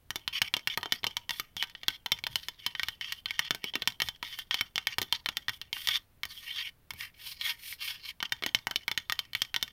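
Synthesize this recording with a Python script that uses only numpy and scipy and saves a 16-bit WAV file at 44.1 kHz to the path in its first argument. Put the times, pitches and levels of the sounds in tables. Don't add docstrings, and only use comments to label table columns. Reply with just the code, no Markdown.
import sys
import numpy as np
from scipy import signal
from scipy.fft import rfft
from scipy.io import wavfile
from scipy.ndimage import uniform_filter1d

SR = 44100
rng = np.random.default_rng(int(sys.argv[2]) if len(sys.argv) > 2 else 0)


def log_audio(samples):
    frames = np.atleast_2d(samples).T
    limited = np.clip(frames, -1, 1)
    pcm = np.round(limited * 32767).astype(np.int16)
    wavfile.write(sys.argv[1], SR, pcm)


N = 428652
TIME = np.arange(N) / SR
RING_SAMPLES = 2048

# frequency in Hz, relative level in dB.
ROOM_TONE_EQ = [(25, -2), (90, -2.5), (170, -10), (300, -17.5), (900, -23.5), (3200, -29), (7000, -37.5),
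                (14000, -29.5)]
# start in seconds, strength in dB, extra fingertip thud in dB,
# extra ring of the dial against its cap in dB, hardness as treble tilt in dB per octave.
LANDINGS = [(0.1058, 2.5, 2.5, 3, 2.5), (0.1585, 3.5, 7, 0, 3.5), (0.278, 9, -3.5, -4, -1.5),
            (0.4177, 14, 0.5, 2.5, 1), (0.5395, 14, -3, -3.5, -3), (0.567, 4.5, 7, -3, 1),
            (0.6738, 10, -1, 4, 1), (0.7747, 4.0, 13, 7, 5.5), (0.811, -13, -4, -10, -1.5),
            (0.831, 2, 5.5, 3, -1.5), (0.8581, 0, 14, -1, -4), (0.9227, 14, -1, -1, 0.5),
            (1.0328, -2, 7, -7, -9), (1.0425, 8, 5, 2, -0.5), (1.0677, 10.5, 3, -9.5, -1.5),
            (1.1687, 8.5, -6, -2.5, 0), (1.2938, 5, -4.5, 1.5, 0), (1.3077, 6.5, -1, 0, 1),
            (1.3979, 2.5, 3, 4.5, 6.5), (1.567, 0.5, 4.5, -2.5, 1), (1.6258, 8.5, -2, 3, -1),
            (1.6375, 0, 0, 2, -1), (1.751, -3.5, -2.5, -0.5, -10.5), (1.8332, -3.5, 2.5, 0.5, -3.5),
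            (1.8828, 15.0, -4, -5, 0), (2.0611, 5.5, 4, -1.5, -0.5), (2.1192, 15.5, -2.5, -3, 0),
            (2.2391, 3.0, 1, 1, -1), (2.2676, 6, 0.5, 0.5, 0.5), (2.3573, 12, -6, -5, 1.0),
            (2.485, 3.5, -3, -0.5, 1), (2.664, 11.0, -5, -5, 0.5), (2.751, 1.5, -5, 3, -8.0),
            (2.7959, 4.5, -4, 8, -2.5), (2.833, 6.5, -5.5, 4, 0.0), (2.885, 5.5, -5, 2, 1.5),
            (3.0112, 2, -10, 3.5, -3.5), (3.1227, 3.5, -9.5, 2.5, 3), (3.258, 7, -10, -4.5, -4),
            (3.3078, 2.5, -4.5, 8.5, -1), (3.3929, 11, -3, 6, 1.5), (3.5081, 12.0, 5.5, 0, -0.5),
            (3.548, -3, 11.5, 4.5, 6), (3.6421, 2.5, 11, 6, 2.5), (3.7376, 4, 0, -11, -13),
            (3.7548, 8, 9, 3, 0), (3.821, 7, 2, -3.5, -3), (3.875, 14, -2, -1, 1.5),
            (4.002, 6.5, -2, 4.5, 1), (4.0195, 11.0, 2, 0.5, 0.5), (4.0868, 6.0, -1, -3.5, 0),
            (4.2281, 0.5, 5.5, 5, 0), (4.3888, -10, 5.5, 10, 10), (4.5103, 11.0, -8.5, -0.5, -6.5),
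            (4.5436, 10.5, 0.5, -1, 0), (4.6103, 8.5, 0.5, 6.5, 2.5), (4.758, 9.0, -1, -8, -1.5),
            (4.7799, 9, -2, 2.5, -3), (4.871, 10.0, -2.5, 5.5, 1.5), (4.984, 8.5, 7, 3, 3),
            (5.0167, 4.5, 10, 2, 5.5), (5.028, 0, -10, -7, 3), (5.1256, 15, -7, -8.5, -0.5),
            (5.26, 7.5, 0, 3, -1), (5.2883, 7.5, 1.5, -1, -1), (5.37, 8, -4.5, -1.5, 1.5),
            (5.483, 7.0, -4.5, 5.5, -2.5), (5.494, 3, 0.5, 5.5, 2), (5.615, 0, -8.5, -5.5, 0),
            (5.7292, 7.5, -4.5, -2.5, -1.5), (5.767, -6, 2, 6, -7), (5.873, 8.5, -9, -0.5, 2.5),
            (5.8875, 9, -4.5, 3, 1), (6.2337, 3.5, -11.5, 6, 0.5), (6.2535, -6.0, 6, 6, 6.5),
            (6.9066, -3, -2, 6.5, 4.5), (6.9365, -21.5, 16, 11, 12), (7.412, 5, -15, -6.5, -4),
            (8.2037, 0.5, -3, -0.5, -6.5), (8.2276, 6.5, 4, 2.5, -0.5), (8.322, 9.0, -1, 5, 0),
            (8.4239, -1.5, 12.5, 3, -2.5), (8.437, 5, 6, 4.5, -2), (8.4632, 5.5, 11.5, 4, 3),
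            (8.548, 16.5, -5, -1, -2), (8.6702, 2.5, 14, 10, 3.5), (8.711, 2.5, 6.5, 1, 1.5),
            (8.7596, 13, -3, -6, -1.5), (8.8805, 5.5, 1.5, 9, 2.5), (8.9149, 6.5, 1, 2, 0),
            (8.9764, 10, -4, 2, -0.5), (9.0979, 5.5, -3.5, 4, 0.5), (9.1226, 6.5, 1, 6, 3.5),
            (9.1915, 10, -7, -5, -0.5), (9.3333, -2.0, -9, -1, 0.5), (9.3508, 7.5, -5.5, 5.5, 0),
            (9.4191, 13.0, -5.5, -5.5, 0.5), (9.543, 6, -2.5, 4, 0), (9.5626, 11, -5, -2, -2),
            (9.6273, 10.5, -3, -5, 1.5)]
# lower edge in Hz, upper edge in Hz.
TAP_BANDS = [(150, 850), (1400, 2550), (2550, 3900), (3900, 8000), (8000, 16000)]
# pitch in Hz, usual level above the click in dB, t60 in seconds.
DIAL_MODES = [(949, 8, 0.036), (1223, 4, 0.052), (1524, 5.5, 0.1), (1872, 16.5, 0.026), (2212, 16, 0.024),
              (2775, 9, 0.042), (3045, 14, 0.029), (3100, 12.5, 0.07), (3273, 11, 0.021), (3508, 10, 0.058),
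              (3535, 7, 0.048), (4200, 5.5, 0.015), (5450, 0, 0.019), (6620, 4.5, 0.015)]
# frequency in Hz, gain in dB.
CLICK_EQ = [(30, -8), (110, -0.5), (520, -20), (800, -7.5), (1250, -1), (2400, 3), (3200, 4), (3850, 4.5),
            (5500, 5), (7300, -10.5), (11400, -11.5), (13700, -6), (15800, -15.5)]
# frequency in Hz, level in dB, t60 in seconds.
REVERB_BANDS = [(100, -3.5, 0.16), (200, -6.5, 0.15), (380, -12, 0.16), (880, -11, 0.23),
                (3000, -19.5, 0.11), (14000, -19, 0.27)]
# start and end in seconds, rasp level in dB, hiss level in dB.
SKIDS = [(0.325, 0.395, -33, -52), (0.442, 0.488, -39, -58.5), (0.696, 0.753, -35.5, -59),
         (0.936, 0.965, -39.5, -52.5), (1.31, 1.4, -47.5, -53.5), (1.565, 1.649, -38, -56),
         (1.89, 1.971, -46.5, -65), (2.296, 2.488, -54, -60.5), (2.573, 2.74, -52.5, -68.5),
         (2.745, 2.966, -54, -67), (3.007, 3.14, -41.5, -62), (3.113, 3.211, -53.5, -64.5),
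         (3.26, 3.417, -49, -68), (3.411, 3.488, -41.5, -72), (3.629, 3.708, -41.5, -63),
         (4.028, 4.086, -48, -53), (4.218, 4.447, -44.5, -57), (4.506, 4.612, -39, -60),
         (4.877, 4.949, -43, -64), (5.133, 5.165, -37, -58), (5.514, 5.581, -54, -59),
         (5.73, 5.877, -45, -49), (5.877, 5.983, -30, -46.5), (6.277, 6.492, -49, -56),
         (6.46, 6.709, -39.5, -56), (8.232, 8.269, -42, -64), (8.464, 8.496, -39, -62),
         (9.352, 9.414, -51, -60)]
# frequency in Hz, gain in dB.
RASP_EQ = [(600, -11.5), (1100, -4), (2100, -3), (3200, -7), (4800, -2), (7000, -6), (15000, -21)]
# frequency in Hz, gain in dB.
HISS_EQ = [(500, -36.5), (2500, 5.5), (5400, 4), (7500, -6), (10000, 5.5), (11500, -3), (13800, 10),
           (15500, -4), (16200, -29)]
# start in seconds, level before the trim in dB.
PUSHES = [(2.128, -51), (2.28, -42), (4.028, -44), (6.249, -52), (6.921, -44)]
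# fastest moment, speed-up time and slow-down time in seconds, rasp level in dB,
# hiss level in dB, the nail's resonance in Hz, its glide in octaves per second.
LONG_STROKES = [(6.598, 0.021, 0.022, -34, -53.5, 3900, -3), (7.017, 0.043, 0.053, -41.5, -48.5, 2170, 0),
                (7.30, 0.094, 0.046, -44, -46.5, 3870, 3.5), (7.48, 0.058, 0.049, -32, -40.5, 3160, -6),
                (7.711, 0.095, 0.036, -48, -43, 3600, 5), (7.851, 0.041, 0.088, -35.5, -43, 3130, -1.),
                (8.096, 0.057, 0.017, -40, -50.5, 3100, -7.5)]
# start in seconds, peak level in dB.
NAIL_CATCHES = [(7.009, -22.5), (7.464, -24), (7.726, -27)]


def amp(db):
    return 10 ** (np.asarray(db) / 20)


def unit_rms(x):
    return x / np.sqrt(np.mean(x ** 2) + 1e-20)


def curve_at(points, hz):
    point_hz, value = np.transpose(points)
    return np.interp(np.log(hz + 1), np.log(point_hz + 1), value)


def add(mix, start_s, sound):
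    part = mix[max(round(start_s * SR), 0):][:len(sound)]
    part += sound[:len(part)]


def equalise(x, points):
    log_gain = np.log(amp(curve_at(points, abs(np.fft.fftfreq(RING_SAMPLES, 1 / SR)))))
    response = np.fft.ifft(np.exp(np.conj(signal.hilbert(log_gain)))).real
    return signal.oaconvolve(x, response)[:len(x)]


def wander(rate):
    steps = rng.standard_normal(2048)
    return unit_rms(np.interp(TIME * rate, np.arange(len(steps)), steps))


def crossfades(rate):
    gains = np.array([wander(rate) for _ in range(4)])
    return gains / np.linalg.norm(gains, axis=0)


def room_tone(level_db=-64):
    return amp(level_db) * unit_rms(equalise(rng.standard_normal(N), ROOM_TONE_EQ))


def dial_ring(spot_db=6.0, detune=0.011, scatter=1.41, scatter_t60=0.029):
    t = np.arange(RING_SAMPLES) / SR
    hz, db, t60 = np.transpose(DIAL_MODES)[:, :, None]
    spot, pull, phase = rng.standard_normal((3, len(DIAL_MODES), 1))
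    height = 2 * np.log(1000) / (t60 * SR) * amp(db + spot_db * spot)
    modes = height * amp(-60 * t / t60) * np.cos(2 * np.pi * hz * (1 + detune * pull) * t + phase)
    dense = rng.standard_normal(RING_SAMPLES) * amp(-60 * t / scatter_t60)
    impulse = t == 0
    return equalise(impulse + modes.sum(0) + scatter * dense / np.linalg.norm(dense), CLICK_EQ)


def tap(strength_db, pad_db, dial_db, hardness, thud_hz=444, hard_above_hz=3260):
    sound = dial_ring()
    hz = np.fft.rfftfreq(RING_SAMPLES, 1 / SR)
    centres = np.sqrt(np.prod(TAP_BANDS, axis=1))
    balance_db = np.array([-13 + pad_db, -3.5 + dial_db, 0, -10, -21])
    tilt_db = hardness * np.maximum(np.log2(centres / hard_above_hz), 0)
    target_db = strength_db + balance_db + tilt_db
    for _ in range(2):
        power = abs(rfft(sound)) ** 2
        band_db = [10 * np.log10(power[(hz > low) & (hz < high)].mean()) for low, high in TAP_BANDS]
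        lift_db = target_db - band_db
        deep_bass = (110, lift_db.mean())
        sound = equalise(sound, [deep_bass, *zip([thud_hz, *centres[1:]], lift_db)])
    return sound


def graze(peak_db):
    sound = dial_ring()
    return sound * amp(peak_db) / abs(sound).max()


def drumming(chatter_db=-38.0, spread_db=19.5, chatter_s=0.076):
    out = np.zeros(N)
    for start, strength_db, *touch in LANDINGS:
        add(out, start, tap(strength_db, *touch))
        for lag, softness in rng.random((2, 2)):
            peak_db = strength_db + chatter_db - spread_db * np.sqrt(softness)
            add(out, start + lag * chatter_s, graze(peak_db))
    return out


def room_tail(fade_in_s=0.0059):
    bands = np.array(REVERB_BANDS)
    hz, t, spectrum = signal.stft(rng.standard_normal(SR // 2), SR, nperseg=256)
    db = curve_at(bands[:, [0, 1]], hz)[:, None]
    t60 = curve_at(bands[:, [0, 2]], hz)[:, None]
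    spectrum *= amp(db - 60 * t / t60) * np.sqrt(2 * np.log(1000) / (t60 * SR))
    tail = signal.istft(spectrum, SR, nperseg=256)[1]
    return tail * np.minimum(TIME[:len(tail)] / fade_in_s, 1) ** 2


def reverb(x):
    return sum(signal.oaconvolve(x * send, room_tail())[:N] for send in crossfades(8))


def nail_resonance(x, hz, width_hz):
    carrier = np.exp(2j * np.pi * np.cumsum(hz) / SR)
    pole = np.exp(-np.pi * width_hz / SR)
    return 2 * (carrier * signal.lfilter([1 - pole], [1, -pole], x / carrier + 1e-18)).real


def levelled(x, span_s=0.077):
    return x / np.sqrt(abs(uniform_filter1d(x ** 2, round(span_s * SR))) + 1e-20)


def rub(rasp_level, hiss_level, nail_hz, nail_width_hz, nail_db, slips_per_s, grain_db, uneven_db):
    pressure = amp(uneven_db * wander(110))
    sizes = amp(grain_db * np.minimum(rng.exponential(1, N), 5)) * rng.choice([-1, 1], N)
    slips = sizes * (rng.random(N) < slips_per_s / SR) * pressure
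    slips = unit_rms(slips + amp(nail_db) * nail_resonance(slips, nail_hz, nail_width_hz))
    rasp = np.zeros(N)
    for spot in crossfades(14):
        ring = unit_rms(equalise(dial_ring(spot_db=3.5, scatter=0.51), RASP_EQ))
        rasp += signal.oaconvolve(slips * spot, ring)[:N]
    hiss = equalise(rng.standard_normal(N) * np.sqrt(pressure), HISS_EQ)
    return levelled(rasp) * rasp_level + levelled(hiss) * hiss_level


def skids(creep_db=-74.5, creep_s=0.092, brush_db=-72.5, brush_s=0.18):
    rasp, hiss, creep = np.zeros((3, N))
    for start, end, rasp_db, hiss_db in SKIDS:
        contact = signal.windows.tukey(round((end - start) * SR), 0.2)
        add(rasp, start, contact * amp(rasp_db))
        add(hiss, start, contact * amp(hiss_db))
    for start, strength_db, *_ in LANDINGS:
        add(creep, start, signal.windows.tukey(round(creep_s * SR)) * amp(creep_db + strength_db))
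        add(creep, start, signal.windows.tukey(round(brush_s * SR)) * amp(brush_db))
    nail_hz = 3130 * np.exp(0.14 * wander(11))
    return rub(np.hypot(rasp, creep), np.hypot(hiss, 0.11 * creep), nail_hz, nail_width_hz=390.0,
               nail_db=10.5, slips_per_s=2400, grain_db=3.5, uneven_db=3.5)


def blanket_bumps(band_hz=(55.0, 133.7), t60=0.31, trim_db=-6.0):
    out, t = np.zeros(N), TIME[:SR // 2]
    band = signal.butter(2, band_hz, "bandpass", fs=SR, output="sos")
    for start, level_db in PUSHES:
        push = unit_rms(signal.sosfilt(band, rng.standard_normal(len(t))))
        add(out, start, push * amp(level_db + trim_db - 60 * t / t60))
    return out


def strokes(hiss_power=1.27):
    fastest, rise, fall, rasp_db, hiss_db, hz, glide = np.transpose(LONG_STROKES)[:, :, None]
    since = TIME - fastest
    speed = np.exp(-(since / np.where(since < 0, rise, fall)) ** 2)
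    rasp = (amp(rasp_db) * speed).sum(0)
    hiss = (amp(hiss_db) * speed ** hiss_power).sum(0)
    octaves = np.log2(hz) + glide * np.clip(since, -2 * rise, 2 * fall)
    nail_hz = 2 ** np.average(octaves, axis=0, weights=speed + 1e-12)
    out = rub(rasp, hiss, nail_hz, nail_width_hz=1100.0, nail_db=8.0,
              slips_per_s=4500, grain_db=3.0, uneven_db=3.0)
    for start, peak_db in NAIL_CATCHES:
        add(out, start, graze(peak_db))
    return out


def scene():
    nails = drumming() + skids() + strokes()
    return (nails + reverb(nails) + blanket_bumps() + room_tone())[None]


def record(dry):
    low_pass = signal.firwin(255, 16100, window=("kaiser", 9), fs=SR)
    return signal.oaconvolve(dry, low_pass[None], "same")


dry = scene()
out = record(dry)
log_audio(out)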